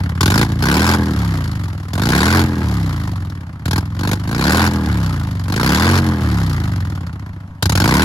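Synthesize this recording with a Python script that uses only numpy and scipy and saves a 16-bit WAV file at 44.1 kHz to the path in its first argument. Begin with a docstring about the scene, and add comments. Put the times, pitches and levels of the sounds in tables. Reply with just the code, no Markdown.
"""A big V-twin motorcycle with two open pipes stands on concrete, in stereo, over a faint distant street.
It lopes briefly, then barks in two quick blips, a longer one near 2 s, three close together around 4 s,
one at 5.5 s and a last at 7.6 s that is still barking at the end. Each firing rings its pipe and tears
out a burst of gas noise. Between blips the engine runs down in a soft lope, stumbling just after the
throttle shuts, with a pop after four of the blips. Parked trucks answer faintly."""
import sys
import numpy as np
from scipy import signal
from scipy.fft import rfft, irfft, next_fast_len
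from scipy.io import wavfile
from scipy.ndimage import uniform_filter1d

SR = 44100
rng = np.random.default_rng(int(sys.argv[2]) if len(sys.argv) > 2 else 0)


def log_audio(samples):
    """Write samples as a 16-bit WAV file to the path given in sys.argv[1]."""
    # one column per channel
    frames = np.atleast_2d(samples).T
    # limit to full scale, then quantise
    limited = np.clip(frames, -1, 1)
    pcm = np.round(limited * 32767).astype(np.int16)
    wavfile.write(sys.argv[1], SR, pcm)


N = 354563

# throttle blips: (bark starts [s], bark ends [s], grip turns earlier by [s], twist takes [s],
# push [cycles/s per s], soft start before each layer's share [dB], stumble afterwards [s])
BLIPS = [(.2, .435, .127, .249, 109.6, 0, .145), (.615, .955, .116, .126, 84.3, 2, .205),
         (1.925, 2.42, .128, .188, 93.7, 10, .21), (3.65, 3.8, .089, .143, 90.7, 8, .17),
         (3.985, 4.145, .165, .125, 48.5, 12, .1), (4.27, 4.69, .144, .226, 87.2, 13, .19),
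         (5.475, 5.99, .128, .261, 93.3, 10, .23), (7.615, 8.2, .007, .168, 109.6, 0, 0)]
# the grip is let go this long before the bark ends; time constant of the push dying away
RELEASE_S, PUSH_DIES_S = .127, .092
# engine speed in four-stroke cycles/s: at first, at idle, and the span above idle where idle control helps
FIRST_RATE, IDLE_RATE, IDLE_SPAN = 18.6, 12.8, 5.3
# what slows the crank: friction [cycles/s per s] and pumping drag [per s]
FRICTION, DRAG = 10.2, .64
# cycles from the start to the front cylinder's firing, and from there to the rear one's
FIRST_FIRING, REAR_LAG = .72, .425

# throttle open: (engine speed [cycles/s], pipe boom [dB], gas rasp [dB], hiss [dB]), before cylinder trims
OPEN_LEVELS = [(13, -17.5, -24, -26), (20, -12, -19.5, -25), (31.6, -11, -17, -25.5),
               (43.5, -11, -16.5, -26.5)]
# throttle shut: (engine speed [cycles/s], pipe boom [dB], gas rasp [dB], hiss [dB]), before trims
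SHUT_LEVELS = [(13.55, -39.5, -52.5, -64), (16.07, -33, -43.5, -54.5), (19.1, -29.5, -41, -48.5),
               (30.2, -19, -32.5, -39.5), (37, -15.5, -29.5, -37.5)]
# a soft start fills to full strength in this time
FILL_S = 0.22
# share of the soft start taken by (boom, rasp, hiss) [ratio]
SOFT_SHARE = (0.53, 0.96, 1.1)
# how far (boom, rasp, hiss) have sunk by the end of a stumble [dB]
STARVE_DB = (0, 3, 4)
# the lope by the place of the microphone: (time [s], boom [dB], gas noise [dB])
MIC_PLACE = [(0, 9, 12.5), (.7, 1, 3), (1.6, -0.5, 4), (3.4, -0.5, 2), (4.2, 0.5, 3.5), (5.4, 0, 3),
             (6.4, 1, 4), (7.3, 4.5, 7), (7.6, -1.5, -3)]
# how hot the pipe gas is under throttle: (engine speed [cycles/s], heat [0-1])
OPEN_HEAT = [(16, 0.22), (26, 0.86), (35, 0.83)]
# the same while stumbling, before it cools: (engine speed [cycles/s], heat [0-1])
STUMBLE_HEAT = [(22, 0.071), (30, 0.65), (40, 1)]
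# the same when coasting: (engine speed [cycles/s], heat [0-1])
SHUT_HEAT = [(15, 0.009), (24, 0.038), (40, 0.47)]

# standing waves of each pipe, hot and cool: (frequency [Hz], width [Hz], relative level [dB])
FRONT_HOT = [(82.8, 136, -6.5), (132, 46.7, 6.5), (178, 63.4, 4.5), (356, 99, -8), (497, 49, -17.5),
             (920, 330, -22), (1220, 250, -32), (1510, 50, -39)]
REAR_HOT = [(73.3, 53.5, -3.5), (108.2, 64.5, 0), (222, 58, -1.5), (318, 47, -6.5), (475, 35, -15.5),
            (852, 20, -14.5), (1064, 84, -22.5), (1640, 62, -18)]
FRONT_COOL = [(95.8, 16.1, 2.5), (164.2, 35, -3.5), (278.3, 28, -10.5), (318, 97, -29)]
REAR_COOL = [(88.4, 16.3, 1), (169.4, 25.7, -5), (194, 27, -6.5), (280, 53, -16)]

# colour of turbulent gas under throttle: (frequency [Hz], relative density [dB per Hz])
RASP = [(100, -32.5), (300, 6.5), (450, -1.5), (630, -5.5), (870, 1), (1050, 2), (1250, -2), (1530, 5),
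        (1800, -3), (2400, -4), (3200, -22.5), (6000, -79.5)]
# colour of the soft gas with the throttle shut: (frequency [Hz], relative density [dB per Hz])
SOFT_RASP = [(100, -48.5), (300, 9), (420, -5), (620, -5), (880, -1.5), (1150, -0.5), (1450, -1),
             (1750, -2.5), (2050, -4), (2500, -12), (3300, -17), (6000, -49)]
# colour of the gas hiss: (frequency [Hz], relative density [dB per Hz])
HISS = [(1200, -19), (2400, -5.5), (3300, -0.5), (4400, 0.5), (5400, -1.5), (6200, -6), (7500, -4),
        (8400, -14), (9500, -6.5), (13000, -11.5), (14500, -12.5), (16000, -18)]
# afterfire in the pipes: (time [s], peak level before trim [dB])
POPS = [(0.491, -14.5), (2.439, -7), (4.86, -10.5), (6.226, -23)]

# between the two microphones: (frequency [Hz], left leads by [rad])
MIC_LEAD = [(150, 0), (600, .3), (1210, .9), (2500, 3.3), (3270, 6.8), (6720, 6.4), (7840, 3.7), (9390, .5),
            (12900, 0), (14600, -2.5)]
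# between the two microphones: (frequency [Hz], left over right [dB])
MIC_TILT = [(380, -0.5), (700, 2.5), (1290, -1), (2380, -1), (4400, 10), (8100, -0.5), (15000, 0.5)]
# between the two microphones: (frequency [Hz], likeness [0-1])
MIC_LIKENESS = [(300, 1), (1000, 0.96), (2000, 0.67), (4000, 0.4), (12000, 0.43)]
# echo around the yard: (frequency [Hz], time to fall 60 dB [s])
YARD_DECAY = [(100, 0.028), (1500, 1), (12000, 0.27)]
# colour of the distant street: (frequency [Hz], relative density [dB per Hz])
STREET = [(25, 2.5), (70, -22), (140, 8.5), (400, -20), (1000, -10.5), (4000, -35), (15000, -47)]
TOP_HZ = 16100  # band limit of the recorder


def engine_speed():
    """Cycles/s every millisecond: throttle pushes the flywheel, friction and drag run it down to idle."""
    t = np.arange(N * 1000 // SR + 2) / 1000
    push = np.zeros(len(t))
    for start, end, early, twist, force, _, _ in BLIPS:
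        opening = np.clip((t - start + early) / twist, 0, 1)
        closing = np.exp(-np.maximum(t - end + RELEASE_S, 0) / PUSH_DIES_S)
        push += force * opening * closing
    rate, rates = FIRST_RATE, []
    for force in push:
        idle_control = min(1, (rate - IDLE_RATE) / IDLE_SPAN)
        rate += (force - (FRICTION + DRAG * rate) * idle_control) * t[1]
        rates.append(rate)
    return t, np.array(rates)


def firings(rear):
    """Times and cycle rates at which one cylinder fires; the uneven spacing of the two gives the lope."""
    t, rate = engine_speed()
    crank = np.cumsum(rate) * t[1] - FIRST_FIRING - REAR_LAG * rear
    times = np.interp(np.arange(np.ceil(crank[0]), crank[-1]), crank, t)
    return times, np.interp(times, t, rate)


def pulling(rear, boom_db, rasp_db, hiss_db):
    """One cylinder under throttle: the boom of its pipe, and the power of its rasp and hiss."""
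    times, rate = firings(rear)
    on = within(times, BLIPS)
    times, rate = times[on], rate[on]
    boom, rasp, hiss = levels(rate, OPEN_LEVELS) - np.outer(SOFT_SHARE, softness(times))
    # chance differences between firings: timing, boom, all gas, hiss alone
    timing_luck, boom_luck, gas_luck, hiss_luck = rng.standard_normal((len(times), 4)).T
    gap = SR / (2 * rate)  # samples for each firing
    start = times - .002 + .00005 * timing_luck
    size = amp(boom + boom_db + .7 * boom_luck) * np.sqrt(gap)
    heat = levels(rate, OPEN_HEAT)[0]
    sound = booming(rear, start, size, heat, hot_db=0.9, cool_db=6)
    burst = blowdown(rise=0.00067, linger=0.0019, share=0.57)
    rasp_energy = amp(rasp + rasp_db + 0.46 * gas_luck) ** 2 * gap
    hiss_energy = amp(hiss + hiss_db + 0.66 * gas_luck + 0.68 * hiss_luck) ** 2 * gap
    rasp_power = strike(times - .0052, rasp_energy, burst)
    hiss_power = strike(times - .0046, hiss_energy, burst)
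    return np.array([sound, rasp_power, hiss_power])


def coasting(rear, boom_db, rasp_db, hiss_db):
    """One cylinder, throttle shut: round pulses and the power of soft puffs, uneven while it stumbles."""
    times, rate = firings(rear)
    off = ~within(times, BLIPS)
    times, rate = times[off], rate[off]
    starved = stumble(times)
    near_boom, near_gas = levels(times, MIC_PLACE)
    near = [near_boom, near_gas, near_gas]
    boom, rasp, hiss = levels(rate, SHUT_LEVELS) + near - np.outer(STARVE_DB, starved)
    timing_luck, boom_luck, gas_luck, hiss_luck = rng.standard_normal((len(times), 4)).T
    uneven = np.where(starved > 0, 1, .15)
    gap = SR / (2 * rate)  # samples for each firing
    size = amp(boom + boom_db + 1.8 * uneven * boom_luck) * np.sqrt(gap)
    start = times - .0014 - .0004 * rear + .0002 * uneven * timing_luck
    stumble_heat = (1 - 0.12 * starved) * levels(rate, STUMBLE_HEAT)[0]
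    heat = np.where(starved > 0, stumble_heat, levels(rate, SHUT_HEAT)[0])
    sound = booming(rear, start, size, heat, hot_db=-4.5, cool_db=1.6)
    puff = blowdown(rise=0.00096, linger=0.0036, share=0.32)
    gas_db = (1 + 1.2 * uneven) * gas_luck
    rasp_energy = amp(rasp + rasp_db + gas_db) ** 2 * gap
    hiss_energy = amp(hiss + hiss_db + gas_db + 0.93 * hiss_luck) ** 2 * gap
    rasp_power = strike(times - .006, rasp_energy, puff)
    hiss_power = strike(times - .006, hiss_energy, puff)
    return np.array([sound, rasp_power, hiss_power])


def within(times, spans):
    """Which times fall inside any of the spans."""
    return np.any([(times >= a) & (times <= b) for a, b, *_ in spans], axis=0)


def softness(times):
    """How many dB the firings lack while the cylinders fill at the start of a blip."""
    lack = 0
    for start, end, *_, soft, _ in BLIPS:
        unfilled = np.clip(1 - (times - start) / FILL_S, 0, 1)
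        lack = lack + soft * unfilled * within(times, [(start, end)])
    return lack


def stumble(times):
    """Runs from 0 to 1 while the mixture burns unevenly after a blip; 0 at other times."""
    return sum(np.interp(times, [end, end + length], [0, 1], left=0, right=0)
               for _, end, *_, length in BLIPS)


def booming(rear, times, sizes, heat, hot_db, cool_db):
    """The pulses of one cylinder ring its pipe, blending its hot and cool standing waves by heat."""
    hot, cool = (REAR_HOT, REAR_COOL) if rear else (FRONT_HOT, FRONT_COOL)
    heat = np.clip(heat, 0, 1)
    hot_ring = strike(times, sizes * heat * amp(hot_db), pipe(hot))
    cool_ring = strike(times, sizes * (1 - heat) * amp(cool_db), pipe(cool))
    return hot_ring + cool_ring


def pipe(modes, size=16384):
    """Impulse response of energy 1 of an open pipe; its small mouth radiates little deep bass."""
    f = np.fft.rfftfreq(size, 1 / SR)
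    waves = 0
    for k, (hz, width, db) in enumerate(modes):
        resonance = 1j * f * width / (hz * hz - f * f + 1j * f * width)
        waves = waves + (-1) ** k * amp(db) * resonance  # neighbouring modes have opposite sign
    mouth = (f * f / (51 ** 2 - f * f + 44j * f)) ** 2
    soft = 1 / (1 + 1j * f / (2 * modes[-1][0])) ** 2  # treble rolls off above the last mode
    h = irfft(waves * mouth * soft)
    return h / np.linalg.norm(h)


def blowdown(rise, linger, share):
    """Power of one gas burst, area 1: a quick swell as the valve opens, then the rest of the stroke."""
    t = np.arange(SR // 8) / SR
    burst = t ** 5 * np.exp(-t / rise)
    rest = t ** 3 * np.exp(-t / linger)
    return (burst / burst.sum() + share * rest / rest.sum()) / (1 + share)


def strike(times, sizes, response):
    """One copy of the response at each time."""
    at = np.clip(np.round(times * SR).astype(int), 0, N)
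    return signal.fftconvolve(np.bincount(at, sizes, N + 1), response)[:N]


def jet(power, spectrum, grain_db, patchy_db=2):
    """Stereo gas noise that follows a power curve; grain makes it crackle."""
    # each grain holds its level for 16 samples
    grain = amp(grain_db * np.repeat(rng.standard_normal(N // 16 + 1), 16)[:N])
    grain = grain / np.sqrt(np.mean(grain ** 2))
    source = eddies(rng.standard_normal((2, N)), patchy_db) * np.sqrt(np.abs(power)) * grain
    source = signal.fftconvolve(source, ring(spectrum)[None], axes=1)[:, :N]

    def mid_side_gains(hz):
        turn = np.arccos(np.clip(along(MIC_LIKENESS, hz), -1, 1)) / 2
        return np.array([np.cos(turn), np.sin(turn)])

    mid, side = filtered(source, mid_side_gains)
    return heard(np.array([mid + side, mid - side]))


def eddies(noise, patchy_db):
    """Turbulence varies in patches of time and frequency, so every puff gets a colour of its own."""
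    z = signal.stft(noise, nperseg=512)[2]
    field = rng.standard_normal(z.shape[1:])
    field = uniform_filter1d(uniform_filter1d(field, size=5, axis=0), size=4, axis=1)
    gain = amp(patchy_db * field / field.std())
    gain = gain / np.sqrt(np.mean(gain ** 2))
    return signal.istft(z * gain, nperseg=512)[1][:, :N]


def ring(spectrum, size=16384):
    """Causal impulse response of energy 1 with the given spectrum, minimum phase by its cepstrum."""
    cepstrum = irfft(np.log(amp(along(spectrum, np.fft.rfftfreq(size, 1 / SR)))))
    cepstrum[1:size // 2] *= 2
    cepstrum[size // 2 + 1:] = 0
    h = irfft(np.exp(rfft(cepstrum)))
    return h / np.linalg.norm(h)


def heard(sound):
    """The two microphones pick up each band at their own level and moment."""
    ears = np.array([[.5], [-.5]])  # left and right take half the difference each

    def response(hz):
        return amp(ears * along(MIC_TILT, hz)) * np.exp(1j * ears * along(MIC_LEAD, hz))

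    return filtered(sound, response)


def afterfire():
    """Unburnt fuel pops in a pipe: a thud of its standing waves with a crack and spit of gas."""
    times, db = np.transpose(POPS)
    energy = amp(db - 8.5) ** 2 * SR * 0.0018
    gas = strike(times - .001, energy, blowdown(rise=0.00036, linger=0.0008, share=0.05))
    thud = strike(times, np.sqrt(energy) * amp(9), pipe(REAR_HOT))
    crack = jet(gas, RASP, grain_db=4)
    spit = jet(gas, HISS, grain_db=3)
    return thud + amp(-12) * crack + amp(-7) * spit


def yard(x):
    """Scattered echo from the trucks around: decaying noise, longest in the middle of the spectrum."""
    hz, t, z = signal.stft(rng.standard_normal((2, SR // 2)), SR, nperseg=256)
    decay = amp(-60 * t / along(YARD_DECAY, hz)[:, None])
    tail = signal.istft(z * decay, SR, nperseg=256)[1]
    late = np.pad(x, ((0, 0), (SR // 80, 0)))  # the way there and back, 12.5 ms
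    return signal.fftconvolve(late, tail / np.linalg.norm(tail[0]), axes=1)[:, :N]


def distant_street():
    """Far-off street: noise of constant power, its colour mostly bass."""
    return jet(np.ones(N), STREET, grain_db=0)


def amp(db):
    """Decibels to gain."""
    return 10 ** (np.asarray(db) / 20)


def along(points, hz):
    """(frequency [Hz], value) points read on a log axis."""
    f, v = np.transpose(points)
    return np.interp(np.log(hz + 1), np.log(f), v)


def levels(at, table):
    """The other columns of a table, read along its first column."""
    first, *cols = np.transpose(table)
    return np.array([np.interp(at, first, c) for c in cols])


def filtered(x, response):
    """x times a complex response of frequency."""
    m = next_fast_len(N + SR // 2)
    return irfft(rfft(x, m) * response(np.fft.rfftfreq(m, 1 / SR)), m)[..., :N]


def scene():
    """Both pipes bark under throttle and lope without it; their gas jets merge behind the bike."""
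    front = pulling(False, boom_db=-3, rasp_db=1.0, hiss_db=3.0)
    rear = pulling(True, boom_db=-2.0, rasp_db=0.5, hiss_db=0.0)
    boom, rasp, hiss = front + rear
    bark = heard(boom) + amp(-1.0) * jet(rasp, RASP, grain_db=1, patchy_db=2)
    bark = bark + jet(hiss, HISS, grain_db=1.0, patchy_db=2.5)

    front = coasting(False, boom_db=3.5, rasp_db=-1.5, hiss_db=-1.0)
    rear = coasting(True, boom_db=4, rasp_db=-1.0, hiss_db=-7.5)
    boom, rasp, hiss = front + rear
    lope = boom + jet(rasp, SOFT_RASP, grain_db=0.6, patchy_db=1.5)  # this boom is alike in both microphones
    lope = lope + jet(hiss, HISS, grain_db=3.5, patchy_db=0.5)

    bike = bark + lope + afterfire()
    return bike + amp(-31.5) * yard(bike) + amp(-40) * distant_street()


def record(dry):
    """The recorder rounds the highest peaks and keeps nothing above its band limit."""
    rounded = dry / (1 + np.abs(dry / .95) ** 6) ** (1 / 6)
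    return filtered(rounded, lambda hz: 1 / (1 + (hz / TOP_HZ) ** 120))


dry = scene()
out = record(dry)
log_audio(out)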